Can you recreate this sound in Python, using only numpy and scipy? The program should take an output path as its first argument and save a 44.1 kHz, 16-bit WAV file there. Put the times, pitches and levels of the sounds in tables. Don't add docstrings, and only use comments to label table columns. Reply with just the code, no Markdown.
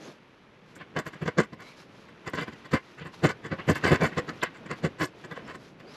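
import sys
import numpy as np
from scipy import signal
from scipy.fft import rfft, irfft, next_fast_len
from scipy.io import wavfile
from scipy.ndimage import map_coordinates

SR = 44100
rng = np.random.default_rng(int(sys.argv[2]) if len(sys.argv) > 2 else 0)


def log_audio(samples):
    frames = np.atleast_2d(samples).T
    limited = np.clip(frames, -1, 1)
    pcm = np.round(limited * 32767).astype(np.int16)
    wavfile.write(sys.argv[1], SR, pcm)


N = 262836


def amp(db):
    return 10 ** (np.asarray(db) / 20)


def unit(x):
    return x / np.sqrt(np.mean(x ** 2) + 1e-20)


def add(track, start_s, sound):
    start = max(round(start_s * SR), 0)
    part = track[start:start + len(sound)]
    part += sound[:len(part)]


def along(points, hz):
    pitches, values = np.transpose(points)
    return np.interp(np.log(hz + 1), np.log(pitches + 1), values)


def wobble(per_s):
    return map_coordinates(rng.standard_normal(int(N * per_s / SR) + 4), [np.arange(N) * per_s / SR])


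def filtered(x, gain_at):
    size = next_fast_len(N + SR // 4)
    return irfft(rfft(x, size) * gain_at(np.fft.rfftfreq(size, 1 / SR)), size)[..., :N]


def band(hz, low_hz, high_hz, order=10):
    return ((1 + (low_hz / (hz + 1)) ** order) * (1 + (hz / high_hz) ** order)) ** -.5


def swells(rows):
    t = np.arange(N) / SR
    return sum(amp(db) * np.exp(-((t - middle_s) / half_s) ** 2 / 2) for middle_s, half_s, db in rows)


# pitch_hz, relative_db
RUB_TONE = [(15, -36), (25, -13), (48, -13.5), (118, -4.5), (175, -2), (366, -2.5), (418, -4), (766, -8),
            (2200, -13.5), (2570, -14.5), (4130, -21), (6130, -28), (9100, -43.5), (11200, -35),
            (13500, -48.5)]
def rub(low_hz, high_hz, grain_db, grains_per_s):
    grains = rng.standard_normal(N) * amp(grain_db * wobble(grains_per_s))
    return unit(filtered(grains, lambda hz: amp(along(RUB_TONE, hz)) * band(hz, low_hz, high_hz)))


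# time_s, sleeve_db, rubbing_db
ARM_MOVES = [(0.18, -60, -60), (0.6, -58.5, -60.5), (1.02, -53.5, -58), (1.19, -59.5, -54.5),
             (1.64, -55.5, -62), (2.06, -55.5, -58), (2.45, -55, -52.5), (2.95, -55.5, -58.5),
             (3.5, -51, -55), (3.75, -49.5, -47.5), (3.9, -44.5, -46.5), (4.28, -48, -51.5),
             (4.46, -52, -54), (4.9, -49, -54.5), (5.07, -54, -58), (5.46, -48.5, -52.5),
             (5.65, -54, -64.5), (5.96, -53, -53)]
def arm_levels():
    time_s, *levels = np.transpose(ARM_MOVES)
    return [np.interp(np.arange(N) / SR, time_s, db) for db in levels]


# middle_s, half_length_s, level_db
SLEEVE_BRUSHES = [(.06, 0.057, -46), (4.29, .06, -47), (4.62, 0.027, -49), (5.87, 0.043, -50.5)]
def sleeves(sleeve_db):
    rustle = np.hypot(amp(sleeve_db), swells(SLEEVE_BRUSHES)) * rub(130, 676, grain_db=1, grains_per_s=67)
    rumble = amp(sleeve_db - 5.5) * rub(15, 210, grain_db=1, grains_per_s=4.91)
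    return rustle + rumble


# middle_s, half_length_s, hiss_db
BLADE_SKIDS = [(.06, 0.055, -57), (0.706, .03, -68.5), (1.681, 0.0446, -58.5), (1.803, 0.0265, -58.5),
               (1.989, 0.076, -66), (2.589, .04, -67.5), (2.9, 0.078, -65.5), (3.142, 0.0098, -57),
               (3.19, 0.0316, -61.5), (4.372, 0.036, -62.5), (4.783, 0.0167, -58.5), (5.209, .03, -63),
               (5.493, 0.031, -69), (5.648, 0.046, -61.5), (5.95, 0.044, -58.5)]
def skids(rubbing_db):
    skid = swells(BLADE_SKIDS)
    scuff_level = np.hypot(amp(rubbing_db - 0.36), amp(4.5) * skid)
    hiss_level = np.hypot(amp(rubbing_db - 14.5), skid)
    scuff = scuff_level * rub(813, 3820, grain_db=1.6, grains_per_s=860)
    hiss = hiss_level * rub(3860, 11940, grain_db=2, grains_per_s=900)
    return scuff + hiss


# middle_s, half_length_s, pitch_hz, glide_hz_per_s, width_hz, level_db
BLADE_SLIDES = [(0.047, 0.036, 6460, 0, 900, -61), (0.81, 0.034, 2690, 25, 1400, -54.5),
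                (1.666, .08, 2230, 1201, 200, -57), (1.67, 0.042, 4032, 1500, 300, -60.5),
                (2.403, 0.028, 3150, 0, 1000, -44.5), (3.02, 0.0188, 2759, 0, 1100, -49),
                (3.609, 0.024, 2785, 0, 500, -49), (4.42, 0.0075, 3500, 0, 1000, -42.5),
                (4.462, 0.015, 3354, 0, 1200, -49), (5.381, 0.028, 2950, 0, 1100, -59.5),
                (5.463, .02, 5300, 0, 400, -64), (5.904, 0.037, 4976, 11000, 300, -61)]
def squeaks():
    out = np.zeros(N)
    for middle_s, half_s, pitch_hz, glide, width_hz, db in BLADE_SLIDES:
        t = np.arange(max(-middle_s, -3 * half_s), 3 * half_s, 1 / SR)
        smoothing = signal.butter(2, width_hz / 2, fs=SR, output="sos")
        flutter = signal.sosfilt(smoothing, rng.standard_normal((2, SR)))[:, :len(t)]
        phase = 2 * np.pi * (pitch_hz * t + glide * t * t / 2)
        squeak = unit(flutter[0] * np.cos(phase) + flutter[1] * np.sin(phase))
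        add(out, middle_s + t[0], amp(db) * np.exp(-(t / half_s) ** 2) * squeak)
    return out


# pitch_hz, width_hz, relative_db
WOOD_NOTES = [(89.3, 39, 0.5), (123.9, 146, -2.5), (162, 43, -10.5), (221, 43, -1.5), (299.6, 45, -4),
              (367.6, 177, -3.5), (429.2, 13.6, -14), (482, 82, -5.5), (537.3, 36.6, -6.5),
              (617.5, 72, -10), (713, 204, -16), (996.8, 70, -14), (1046.3, 46.5, -16.5),
              (1076.9, 94, -12.5), (1136, 99, -16.5), (1180, 170, -18.5), (1330, 225, -20.5),
              (1510, 176, -13.5), (1653, 160, -14), (1736, 32, -15.5), (1802, 57, -15), (1923.7, 93, -14.5),
              (1940, 44, -16), (2032, 104, -14), (2150, 17, -14.5), (2297, 92, -19.5)]
# pitch_hz, width_hz, relative_db
STEEL_NOTES = [(2665.4, 380, -23.5), (3043, 137, -22), (3440, 230, -27), (4120, 710, -34.5),
               (4650, 480, -32), (5240, 43, -32.5), (5940, 1030, -39.5), (7100, 852, -35),
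               (8100, 150, -36.5), (11503, 2090, -46.5), (12541, 322, -61.5)]
def ring(low_hz, high_hz, vary_db=2.5, detune=0.01225, size=4096):
    hz = np.fft.rfftfreq(size, 1 / SR) + 1
    pitch, width, db = np.array([*WOOD_NOTES, *STEEL_NOTES]).T[:, :, None]
    width = np.hypot(width, 0.022 * pitch)
    pitch = pitch * np.exp(detune * rng.standard_normal(pitch.shape))
    db = db + vary_db * rng.standard_normal(db.shape)
    notes = amp(db) / (1 + ((hz * hz - pitch ** 2) / (hz * width)) ** 2)
    gain = np.linalg.norm(notes, axis=0) * band(hz, low_hz, high_hz)
    cepstrum = irfft(np.log(np.maximum(gain, 1e-4 * gain.max())))
    cepstrum[1:size // 2] *= 2
    cepstrum[size // 2 + 1:] = 0
    return irfft(np.exp(rfft(cepstrum)))[:size // 2]


def catches(speed, per_s, scatter, spread_db, grit, clump_db):
    gaps, sizes = rng.standard_normal((2, len(speed) // 8))
    travel = np.cumsum(speed) * per_s / SR
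    caught_at = np.searchsorted(travel, np.cumsum(np.exp(scatter * gaps)))
    pushes = np.bincount(caught_at, amp(spread_db * sizes), len(speed) + 1)[:len(speed)]
    hardness = map_coordinates(rng.standard_normal(len(gaps)), [travel / 4], order=1)
    return amp(clump_db * hardness) * (unit(pushes) + grit * rng.standard_normal(len(speed)))


def bites(rows, bands_hz, early_s, abruptness, **teeth):
    out = np.zeros(N)
    t = np.arange(-SR // 10, SR // 7) / SR
    rise_share = .4
    for peak_s, length_s, db in rows:
        from_peak = t / (length_s * np.where(t < 0, rise_share, 1 - rise_share))
        force = amp(-20 * (np.hypot(1, from_peak) - 1) ** abruptness)
        speed = .5 + .5 * np.sqrt(force)
        sound = sum(signal.fftconvolve(force * catches(speed, **teeth), ring(*hz)) for hz in bands_hz)
        add(out, peak_s + t[0] - early_s, amp(db) * sound * np.linalg.norm(force) / np.linalg.norm(sound))
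    return out


# peak_s, length_s, strength_db, shake_db, tear_db
BLADE_BITES = [(0.766, 0.0201, -48, -4.5, -8.5), (0.813, 0.0298, -42, -5, -33.5),
               (.971, .024, -29.5, -2, -20), (0.992, .022, -31.5, -2, -15), (1.072, .028, -37.5, -2, -15),
               (1.138, 0.0176, -42.5, -5, -16), (1.16, 0.022, -49.5, 1.5, -22),
               (1.227, 0.026, -39, 5.5, -21.5), (1.265, 0.018, -37, 2.5, -15),
               (1.283, 0.019, -28.5, 0.5, -16), (1.393, 0.02844, -23.5, 2.5, -14.5),
               (1.442, 0.017, -44.5, -3, -10), (1.533, 0.021, -45.5, 1.5, -13),
               (1.613, 0.0417, -45, -7, -15.5), (2.091, .014, -50.5, -8, -19),
               (2.277, .029, -34.5, -3, -17.5), (2.339, 0.0081, -29.5, -3, -22),
               (2.353, 0.01726, -36.5, -2, -11), (2.386, .033, -30, -5.5, -22.5),
               (2.421, .033, -34, -2.5, -14), (2.484, 0.028, -40, -1.5, -22), (2.53, 0.02, -47.5, -1, -9),
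               (2.657, 0.0197, -44.5, -6, -14), (2.718, 0.013, -40, -4, -8), (2.741, 0.021, -25, 3, -14.5),
               (2.762, 0.0304, -28, -14, -30), (2.989, 0.028, -44, -6, -17), (3.019, .031, -45.5, 2, -26),
               (3.064, 0.0365, -42, -1, -20), (3.249, 0.03107, -24, 4, -14),
               (3.296, 0.031, -29.5, -6, -14.5), (3.456, 0.035, -38, -1.5, -18),
               (3.526, 0.033, -33, 1.5, -33), (3.597, 0.027, -36, -6, -32.5), (3.698, 0.036, -26, 5, -13.5),
               (3.764, 0.026, -30.5, -6, -14), (3.847, .026, -23, -2.5, -15.5),
               (3.873, 0.054, -24.5, -5, -18), (3.924, .035, -23.5, 4.5, -19.5),
               (3.95, 0.026, -26, -8, -18), (4.028, 0.047, -26, 2, -20), (4.054, 0.038, -26.5, -5, -16),
               (4.13, .037, -42.5, -5, -25), (4.183, 0.026, -27, 0, -14), (4.294, 0.02803, -34, -4, -13.5),
               (4.434, 0.018, -22, -10, -18.5), (4.559, 0.039, -49, -20.5, -15),
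               (4.665, .02, -44, -1.5, -18.5), (4.714, 0.036, -33.5, -2, -21), (4.85, 0.033, -31, 5, -16.5),
               (5.022, .047, -26.5, -3, -13.5), (5.249, .022, -42.5, -2, -14.5),
               (5.32, 0.026, -38, -2.5, -19), (5.366, 0.0289, -41.5, -23, -23.5),
               (5.498, 0.045, -40, -8, -21), (5.552, 0.0261, -41.5, -5.5, -16.5),
               (5.806, 0.025, -49.5, -5.5, -14.5)]
def sawing():
    peak_s, length_s, strength_db, shake_db, tear_db = np.transpose(BLADE_BITES)
    extra_db = strength_db + 30.5
    thump_db = strength_db + 1.507 * shake_db - 0.17 * extra_db
    judder_db = strength_db + shake_db + 0.14 * extra_db
    thump = bites(zip(peak_s, 0.79 * length_s, thump_db), [(45, 242)], early_s=0.00507, abruptness=0.98,
                  per_s=172, scatter=.07, spread_db=2, grit=.3, clump_db=.5)
    judder = bites(zip(peak_s, length_s, judder_db), [(250, 864)], early_s=0.001913, abruptness=0.9956,
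                   per_s=340, scatter=.4, spread_db=2.5, grit=0.47, clump_db=-1.14)
    run_ons = [(start_s + 0.02, .042, knock_db - 24.5) for start_s, knock_db, _ in TOOTH_SNAGS]
    scrapes = [*zip(peak_s, length_s, strength_db), *run_ons]
    rasp = bites(scrapes, [(800, 4900)], early_s=0.001173, abruptness=1.05,
                 per_s=520, scatter=.35, spread_db=2, grit=0.37, clump_db=1)
    fibres_hz = [(3600, 6200), (6200, 7700), (7700, 9500), (9500, 13000)]
    crackle = bites(zip(peak_s, length_s, strength_db + tear_db), fibres_hz, early_s=0.0006, abruptness=1.3,
                    per_s=700, scatter=0.49, spread_db=3.5, grit=1, clump_db=7)
    return amp(2) * thump + amp(1) * judder + amp(-1) * rasp + amp(-0.5) * crackle


# start_s, knock_db, tick_db
TOOTH_SNAGS = [(0.965, -19.5, -37), (0.99, -23, -26), (1.067, -29.5, -37), (1.286, -25.5, -39),
               (1.385, -14, -23), (1.403, -13.5, -24), (2.278, -32, -32.5), (2.335, -28, -39.5),
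               (2.736, -18, -39), (3.254, -11, -40.5), (3.702, -17, -28), (3.84, -15.5, -40.5),
               (4.436, -12, -22.5), (4.714, -21.5, -30), (4.851, -42, -31), (5.376, -25.5, -49)]
def snags():
    out = np.zeros(N)
    for start_s, knock_db, tick_db in TOOTH_SNAGS:
        knock, tick = ring(500, 2160), ring(5200, 8300)
        add(out, start_s, amp(knock_db) * knock / np.abs(knock).max())
        add(out, start_s, amp(tick_db) * tick / np.abs(tick).max())
    return out


# pitch_hz, fade_s
ECHO_FADES = [(150, 0.0317), (1500, 0.15), (10000, 0.092)]
def room_echo(sound):
    hz, t, noise = signal.stft(rng.standard_normal(SR // 2), SR, nperseg=256)
    fade = amp(-60 * t / along(ECHO_FADES, hz)[:, None])
    tail = signal.istft(noise * fade, SR, nperseg=256)[1]
    return signal.fftconvolve(sound, tail / np.linalg.norm(tail))[:N]


# pitch_hz, side_db
STEREO_WIDTH = [(300, -79.5), (1000, -67), (2000, -62), (4000, -32.5), (8000, -22), (12000, -9.5)]
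def stereo(middle):
    blur = rng.standard_normal(SR // 80)
    blurred = signal.fftconvolve(middle, blur / np.linalg.norm(blur))[:N]
    side = filtered(blurred, lambda hz: amp(along(STEREO_WIDTH, hz)))
    return np.array([middle + side, middle - side])


def scene():
    saw = sawing() + snags() + squeaks()
    echo = amp(-16.5) * room_echo(saw)
    sleeve_db, rubbing_db = arm_levels()
    return stereo(saw + echo + sleeves(sleeve_db) + skids(rubbing_db))


def record(dry):
    return filtered(dry, lambda hz: band(hz, 15, 13300, order=80))


dry = scene()
out = record(dry)
log_audio(out)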